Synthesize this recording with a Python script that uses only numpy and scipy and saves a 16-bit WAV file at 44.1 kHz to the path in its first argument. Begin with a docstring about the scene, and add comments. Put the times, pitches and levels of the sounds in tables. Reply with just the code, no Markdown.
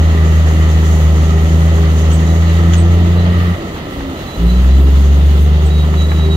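"""A bulldozer's six-cylinder diesel drones on an earth fill while a tipper truck runs beside it.
Its throttle shuts and it runs down almost without exhaust note as it turns away; then it picks up under load.
Speed, fuel and heading set the bark, roar and clatter; overtones sweep through pipe and panel resonances.
The truck is rumbling noise with a drone and a whine; the tracks whistle by stick-slip, clank and scrape.
All is in the open air, with only weak, close reflections, over a faint treble noise floor."""
import sys
import numpy as np
from scipy.fft import rfft, irfft, next_fast_len
from scipy.io import wavfile
from scipy.ndimage import uniform_filter1d, minimum_filter1d, map_coordinates

SR = 44100
rng = np.random.default_rng(int(sys.argv[2]) if len(sys.argv) > 2 else 0)


def pcm_store(signal):
    """Save signal as 16-bit PCM."""
    levels = np.round(np.clip(np.atleast_2d(signal), -1, 1) * 32767)
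    wavfile.write(sys.argv[1], SR, levels.astype(np.int16).T)


N = 280476

# Spectra of the noises, relative levels: frequency_hz, level_db
TREBLE_FLOOR_SPECTRUM = [(7000, -6.5), (8300, -3), (9200, -4), (11300, -6), (12600, -0.5), (14500, -3.5),
                         (15700, -2.5)]
TRUCK_SPECTRUM = [(20, -28), (36, -5), (52, -7.5), (78, 2), (110, -12), (150, -10.5), (220, -12.5),
                  (330, -21)]
LINK_SPECTRUM = [(300, -18), (600, -4), (900, 8), (1300, 2), (2000, -0.5), (3200, -17), (6000, -31),
                 (12000, -40)]
GRIT_SPECTRUM = [(700, -6), (1500, 6), (2300, -2), (3100, 6), (4200, -9), (5300, -10), (6300, 0),
                 (7050, 4.5), (7700, -25), (10000, -17), (15000, -26)]
ROAR_SPECTRUM = [(150, -1.5), (200, -0.5), (250, -2.5), (280, -3.5), (325, -2), (385, -7), (490, -6.5),
                 (560, -6), (750, -9.5), (1000, -16), (1400, -38)]
CLATTER_SPECTRUM = [(700, -15), (1050, -3.5), (1250, -0.5), (1550, -8), (2000, -3), (2300, -11), (2900, -5),
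                    (3800, -9.5), (4500, -14.5), (5300, -20.5), (8000, -40)]
HISS_SPECTRUM = [(4000, -12), (5200, -12.5), (6000, -2), (6900, -1), (7600, -8.5), (8400, -19),
                 (11000, -14)]

# Likeness of the two microphones' noise: frequency_hz, correlation (no unit)
LIKENESS = [(200, 1), (400, 0.94), (600, 0.85), (1300, 0.58), (2300, 0.043), (3600, 0.14), (7000, 0.059),
            (14000, 0.12)]
# Balance of the two microphones: frequency_hz, left_minus_right_db
BALANCE = [(60, 2), (110, -2.5), (200, -0.5), (380, 0), (700, -2.0), (1290, -3), (2380, 0), (4400, -7),
           (8120, -1), (15000, -0.5)]
# Later arrival of truck, exhaust and panels at the left microphone: frequency_hz, lag_ms
LOW_LAG = [(80, 0.46), (160, 0.21), (400, 0.32)]

# Clanks of the track links, relative levels: start_s, level_db
CLANKS = [(.468, -26), (.828, -28), (3.167, -27), (3.763, -26), (4.005, -26), (5.938, -21), (6.116, -18.5)]
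# Steel grinding over grit, relative levels: centre_s, half_length_s, level_db
SCRAPES = [(2.12, 0.012, -39), (2.743, 0.013, -30), (6.008, 0.022, -46)]
# Whistles of the track pins, relative levels: start_s, length_s, starting_pitch_hz, level_db
SQUEALS = [(2.12, .048, 8020, -37), (2.261, .07, 3920, -42), (2.462, .07, 3990, -42),
           (2.763, .064, 8060, -38), (3.16, .08, 4000, -41.5), (4.16, .07, 4000, -43),
           (4.26, .11, 4010, -39), (4.456, .14, 4015, -40), (4.68, .14, 4010, -43), (5.65, .041, 8000, -46),
           (5.701, .14, 3868, -35), (5.97, .098, 3908, -31.5), (6.085, .055, 3940, -38),
           (6.138, .145, 3893, -34.5), (6.283, .09, 3848, -32)]
# Direction of the whistles: pitch_hz, left_minus_right_db
SQUEAL_PAN = [(4000, -6.5), (8000, -10)]
RANDOM_CLANK_DB = -26  # relative, on the scale of CLANKS
SAG_HZ_PER_S = 210  # a squeal sinks as the pin slides

# Resonances of body panels: centre_hz, width_hz, peak_db
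PANELS = [(271.5, 10.7, -25.5), (336.9, 8.3, -26.5), (383, 19, -34.5), (601, 11, -32)]
# Engine shake that drives the panels: multiple_of_firing_rate, level_db
PANEL_DRIVE = [(4, 0), (5, -4), (7, -3)]
# Resonances of the engine casing, relative levels: centre_hz, width_hz, peak_db
CASING = [(1184, 66, -5), (1306, 54, -2.5), (1908, 128, -3), (3100, 110, -16)]
# Resonances of the exhaust pipe: centre_hz, width_hz, gain_far_below_centre_db
PIPE = [(174.3, 29, -3), (393, 51, -20), (569, 45, -35.5)]
# Exhaust overtones, thirds from unequal cylinders: multiple_of_firing_rate, level_db
OVERTONES = [(4 / 3, -14), (5 / 3, -9), (2, 0), (7 / 3, -9), (8 / 3, -13), (3, -1), (4, -1), (5, 0),
             (6, -3), (7, -3)]
# Uneven beat of unequal cylinders: multiple_of_firing_rate, level_re_boom_db
LOPE = [(2 / 3, -26.5), (5 / 6, -29)]

# Engine speed at work, running down and picking up: time_s, firings_per_s
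SPEED = [(0, 81.2), (.4, 79.6), (.9, 79.7), (1.1, 78.2), (1.7, 81.7), (2, 79), (2.4, 83), (3.2, 87.5),
         (3.5, 88), (3.75, 76), (4.05, 67.5), (4.38, 55.5), (4.55, 61.7), (4.8, 68), (5.6, 74.6),
         (6.36, 79)]
# Throttle shut: from_s, to_s
COAST = (3.51, 4.41)
# Engine bay swinging away from the listener: from_s, to_s
TURN = (3.4, 3.5)
# Boom under load before and after the run-down, relative levels: time_s, level_db
BOOM_BEFORE = [(0.05, -9), (2.15, -9.5), (2.17, -10.5), (2.88, -8), (3.48, -12.5)]
BOOM_AFTER = [(4.42, -13), (4.462, -7), (4.52, -10), (4.748, -5.5), (6.126, -11), (6.33, -10.5)]
# Courses of the casing's ring and the hiss, relative levels: time_s, level_db
RING_COURSE = [(0.05, -37.5), (0.68, -38), (3.16, -39.5), (3.42, -35), (3.65, -42), (5.82, -56), (5.9, -45)]
HISS_COURSE = [(0.0, -43.5), (1.17, -41.5), (1.31, -43), (2.34, -42), (3.83, -52), (5.1, -45.5),
               (5.24, -48.5), (6.36, -47.5)]
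# Level rules: working_speed_db, slope_db_per_octave_of_speed, coasting_change_db, turned_away_change_db
TREBLE_FLOOR_LAW = (-47.5, -5, -2.5, 1)
ROAR_LAW = (-24, 2.5, -0.3, -2.5)
CLATTER_LAW = (-31, -1.5, -1.9, -1)
BARK_LAW = (-30, 1.5, -11, 0.5)  # ahead of the pipe's resonances
WORK_HZ = 80  # working speed, firings per second
SHUT_S, OPEN_S = 0.082, 0.052  # time for the fuel to die away, and to come back
BOOM_LEVEL_DB = 0.28  # constant level added to the boom's course
TOP_HZ = 15700  # upper band limit of the recorder


def amp(db):
    """Logarithmic levels: decibels become a linear gain."""
    return 10 ** (np.asarray(db) / 20)


def unit(x):
    """Normalization: scale to rms 1."""
    return x / np.sqrt(np.mean(x ** 2) + 1e-20)


def clock():
    """Sampling: the time of each sample in seconds."""
    return np.arange(N) / SR


def ramp(start, length):
    """Linear transition: rises from 0 to 1 over a stretch of time."""
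    return np.clip((clock() - start) / length, 0, 1)


def along(points, hz):
    """Interpolation of (frequency_hz, value) points on a logarithmic frequency axis."""
    point_hz, value = np.transpose(points)
    return np.interp(np.log(hz + 1), np.log(point_hz + 1), value)


def curves(rows):
    """Interpolation in time: one value per sample for each column after the time."""
    s, *columns = np.transpose(rows)
    return [np.interp(clock(), s, column) for column in columns]


def wobble(rate):
    """Slow random modulation: a smooth curve with the given number of knots a second."""
    knots = rng.standard_normal(int(N * rate / SR) + 4)
    return map_coordinates(knots, [clock() * rate])


def filtered(x, response):
    """Linear filtering: the spectrum is multiplied by a response of frequency."""
    m = next_fast_len(N + 8192)
    hz = np.fft.rfftfreq(m, 1 / SR)
    return irfft(rfft(x, m) * response(hz), m)[..., :N]


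def shape(points):
    """Spectral envelope: the gain follows the points and falls away outside their ends."""
    low, high = points[0][0], points[-1][0]

    def response(hz):
        skirts = np.minimum(hz / low, 1) ** 2 / np.maximum(hz / high, 1) ** 2
        return amp(along(points, hz)) * skirts
    return response


def resonances(modes, hz):
    """Modal superposition: damped resonances of alternating sign add."""
    total = 0
    for k, (centre, width, db) in enumerate(modes):
        damping = 1j * hz * width
        total = total + (-1) ** k * amp(db) * damping / (centre ** 2 - hz ** 2 + damping)
    return total


def rush(response, drive=1):
    """Partial coherence: driven noise through a response, alike at two microphones by frequency, at rms 1."""
    def middle_and_side(hz):
        angle = np.arccos(np.clip(along(LIKENESS, hz), -1, 1)) / 2
        return response(hz) * np.array([np.cos(angle), np.sin(angle)])

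    mid, side = filtered(drive * rng.standard_normal((2, N)), middle_and_side)
    pair = np.array([mid + side, mid - side])
    return unit(filtered(pair, lambda hz: amp(np.outer([.5, -.5], along(BALANCE, hz)))))


def band(centre_hz, width_hz):
    """Narrow-band excitation: noise in one resonance, at rms 1."""
    return rush(lambda hz: 1 / (1 + ((hz - centre_hz) / width_hz) ** 2))


def bounced(x, gain, reach, count=12):
    """Early reflection: ground, blade and tipper body add weak, close copies; the sum has rms 1."""
    delays = rng.uniform(.002, reach, count)
    sizes = gain * rng.standard_normal(count)
    echoes = sum(size * np.roll(x, int(delay * SR), axis=-1) for delay, size in zip(delays, sizes))
    return unit(x + echoes)


def spread(x, lag_ms):
    """Arrival-time difference: sound from the right reaches the left microphone later, by frequency."""
    return filtered(x, lambda hz: np.exp(1j * np.pi * np.outer([-1, 1], hz * lag_ms(hz)) / 1000))


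def level(law, state, wander_db):
    """Level scaling: one layer's gain from engine speed, fuel and heading, with a slight random wander."""
    db, octave_db, coast_db, turned_db = law
    speed, fuel, turned = state
    speed_db = octave_db * np.log2(speed / WORK_HZ)
    return amp(db + speed_db + coast_db * (1 - fuel) + turned_db * turned + wander_db * wobble(14))


def treble_floor(state):
    """Level-following noise: a faint treble floor varies with the engine's speed, fuel and heading."""
    noise = rush(shape(TREBLE_FLOOR_SPECTRUM), amp(1.7 * wobble(500)))
    return level(TREBLE_FLOOR_LAW, state, wander_db=2.05) * bounced(noise, gain=0.11, reach=0.0092)


def truck(level_db, drone_db, swell_db, swell_at, swell_s, whine_db):
    """Broadband and resonant radiation: engine rumble, hoist pump whine, a drone swelling near full tilt."""
    drone = amp(drone_db + swell_db * ramp(swell_at, swell_s)) * band(centre_hz=385, width_hz=19.5)
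    whine = amp(whine_db) * band(centre_hz=1328, width_hz=9)
    return amp(level_db) * rush(shape(TRUCK_SPECTRUM)) + drone + whine


def tracks(clank_db, t60, scrape_db, count=6):
    """Impact and friction: earth-clogged links clank dully, and now and then grind over a stone."""
    t = clock()
    # further clanks, at one common level, fall at random moments
    clanks = CLANKS + [(s, RANDOM_CLANK_DB) for s in rng.uniform(0, N / SR, count)]
    hits = sum(ramp(s, .001) * amp(db - 60 * np.abs(t - s) / t60) for s, db in clanks)
    strokes = sum(amp(db) / (1 + ((t - s) / half) ** 2) for s, half, db in SCRAPES)
    clanking = amp(clank_db) * hits * rush(shape(LINK_SPECTRUM))
    grinding = amp(scrape_db) * strokes * rush(shape(GRIT_SPECTRUM), amp(2.9 * wobble(320)))
    return clanking + grinding


def squeals(level_db, jitter, octave_db):
    """Stick-slip friction: dry track pins whistle briefly, swell, waver and sag, with a weak octave."""
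    out = np.zeros((2, N))
    drift = 1 + jitter * wobble(90)
    flutter = unit(amp(2.5 * wobble(45)))
    for s, length, hz, db in SQUEALS:
        stroke = ramp(s, length)
        pan_db = along(SQUEAL_PAN, hz)
        pitch_hz = (hz - SAG_HZ_PER_S * length * stroke) * drift
        angle = 2 * np.pi * np.cumsum(pitch_hz) / SR
        tone = np.sqrt(2) * (np.sin(angle) + amp(octave_db) * np.sin(2 * angle))
        swell = np.abs(np.sin(np.pi * stroke)) ** 0.25
        out += amp([[db + pan_db / 2], [db - pan_db / 2]]) * swell * flutter * tone
    return amp(level_db) * out


def hums(firings, waver, flicker_db):
    """Forced vibration: engine shake sweeps through the panels' resonances, also while the engine coasts."""
    shake = 0
    for order, db in PANEL_DRIVE:
        strength = amp(db + flicker_db * wobble(10))
        shake = shake + strength * np.cos(2 * np.pi * order * firings + waver * wobble(17))
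    return np.sqrt(2) * filtered(shake, lambda hz: resonances(PANELS, hz))


def blows(firings, decay, pattern_db, scatter_db, steady):
    """Periodic excitation: a dying burst per firing over a steady part; each of six cylinders has its strength."""
    index = firings.astype(int)
    cylinder_db = pattern_db * rng.standard_normal(6)[index % 6]
    cycle_db = scatter_db * rng.standard_normal(1024)[index % 1024]
    bursts = amp(cylinder_db + cycle_db) * np.exp(-(firings % 1) / decay)  # decay in firing periods
    return unit(steady + unit(bursts))


def casing(hz):
    """Structural resonance: the modes of the engine block and its covers."""
    return resonances(CASING, hz)


def engine(firings, state):
    """Modulated noise: gas roar, combustion clatter, casing ring and intake hiss pulse with the firings."""
    puffs = blows(firings, decay=0.56, pattern_db=1.5, scatter_db=1.5, steady=3.9)
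    knocks = blows(firings, decay=0.51, pattern_db=9.0, scatter_db=1, steady=7.1)

    roar = level(ROAR_LAW, state, wander_db=0.46) * rush(shape(ROAR_SPECTRUM), puffs)

    clatter = bounced(rush(shape(CLATTER_SPECTRUM), knocks), gain=0.097, reach=.03)
    clatter = level(CLATTER_LAW, state, wander_db=0.74) * clatter

    ring = bounced(rush(casing, knocks), gain=0.1, reach=0.033)
    ring = amp(curves(RING_COURSE)[0] + 6.0 + 1.3 * wobble(15)) * ring

    hiss = bounced(rush(shape(HISS_SPECTRUM), knocks), gain=0.11, reach=0.012)
    hiss = amp(curves(HISS_COURSE)[0] + 4.0 + 1.24 * wobble(18)) * hiss
    return roar + clatter + ring + hiss


def pipe(hz):
    """Duct resonance: the exhaust pipe lifts whichever overtone passes through its modes."""
    return sum(amp(db) * c * c / (c * c - hz * hz + 1j * hz * w) for c, w, db in PIPE)


def exhaust(firings, state, boom_db, waver, waver_db, lag):
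    """Harmonic radiation: fed with fuel, the pipe booms at the firing rate; overtones bark at its resonances."""
    angle, fuel = 2 * np.pi * firings, state[1]
    boom = np.cos(angle) * amp(0.092 * wobble(33))
    for order, db in LOPE:
        boom = boom + amp(db) * np.cos(order * (angle + rng.uniform(0, 12 * np.pi)))
    # overtones trail the boom; the higher they are, the less alike their cycles
    gas = 0
    for order, db in OVERTONES:
        strength = amp(db + waver_db * order * wobble(12))
        gas = gas + strength * np.cos(order * (angle - lag) + waver * order ** 2 * wobble(18))
    bark = level(BARK_LAW, state, wander_db=0.5) * filtered(gas, pipe)
    return np.sqrt(2) * fuel * (amp(boom_db + BOOM_LEVEL_DB) * boom + bark)


def scene():
    """Superposition: speed, fuel and heading drive the engine's layers; all layers reach the right first."""
    speed, = curves(SPEED)
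    boom_db, = curves(list(BOOM_BEFORE) + list(BOOM_AFTER))
    fuel = 1 - ramp(COAST[0], SHUT_S) + ramp(COAST[1] - OPEN_S, OPEN_S)
    turned = ramp(TURN[0], TURN[1] - TURN[0])
    firings = np.cumsum(speed * (1 + 0.001 * wobble(12))) / SR  # running count of firings
    state = speed, fuel, turned

    tipper = truck(level_db=-25.0, drone_db=-37.5, swell_db=6, swell_at=4.61, swell_s=0.75, whine_db=-43)
    crawler = tracks(clank_db=1, t60=0.063, scrape_db=10.0)
    crawler = crawler + squeals(level_db=-0.5, jitter=0.00365, octave_db=-26)
    note = hums(firings, waver=0.57, flicker_db=2)
    note = note + exhaust(firings, state, boom_db, waver=0.013, waver_db=0.69, lag=0.32)

    low_sources = spread(note + tipper, lambda hz: along(LOW_LAG, hz))
    noises = treble_floor(state) + engine(firings, state) + crawler
    return low_sources + spread(noises, lambda hz: 0.2224)


def record(dry):
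    """Limiting and band limitation: peaks near full scale are turned down, and the top of the band cut off."""
    needed = np.minimum(1, .96 / (np.abs(dry).max(axis=0) + 1e-9))
    gain = uniform_filter1d(minimum_filter1d(needed, size=SR // 25), size=SR // 25)
    return filtered(dry * gain, lambda hz: hz < TOP_HZ)


dry = scene()
out = record(dry)
pcm_store(out)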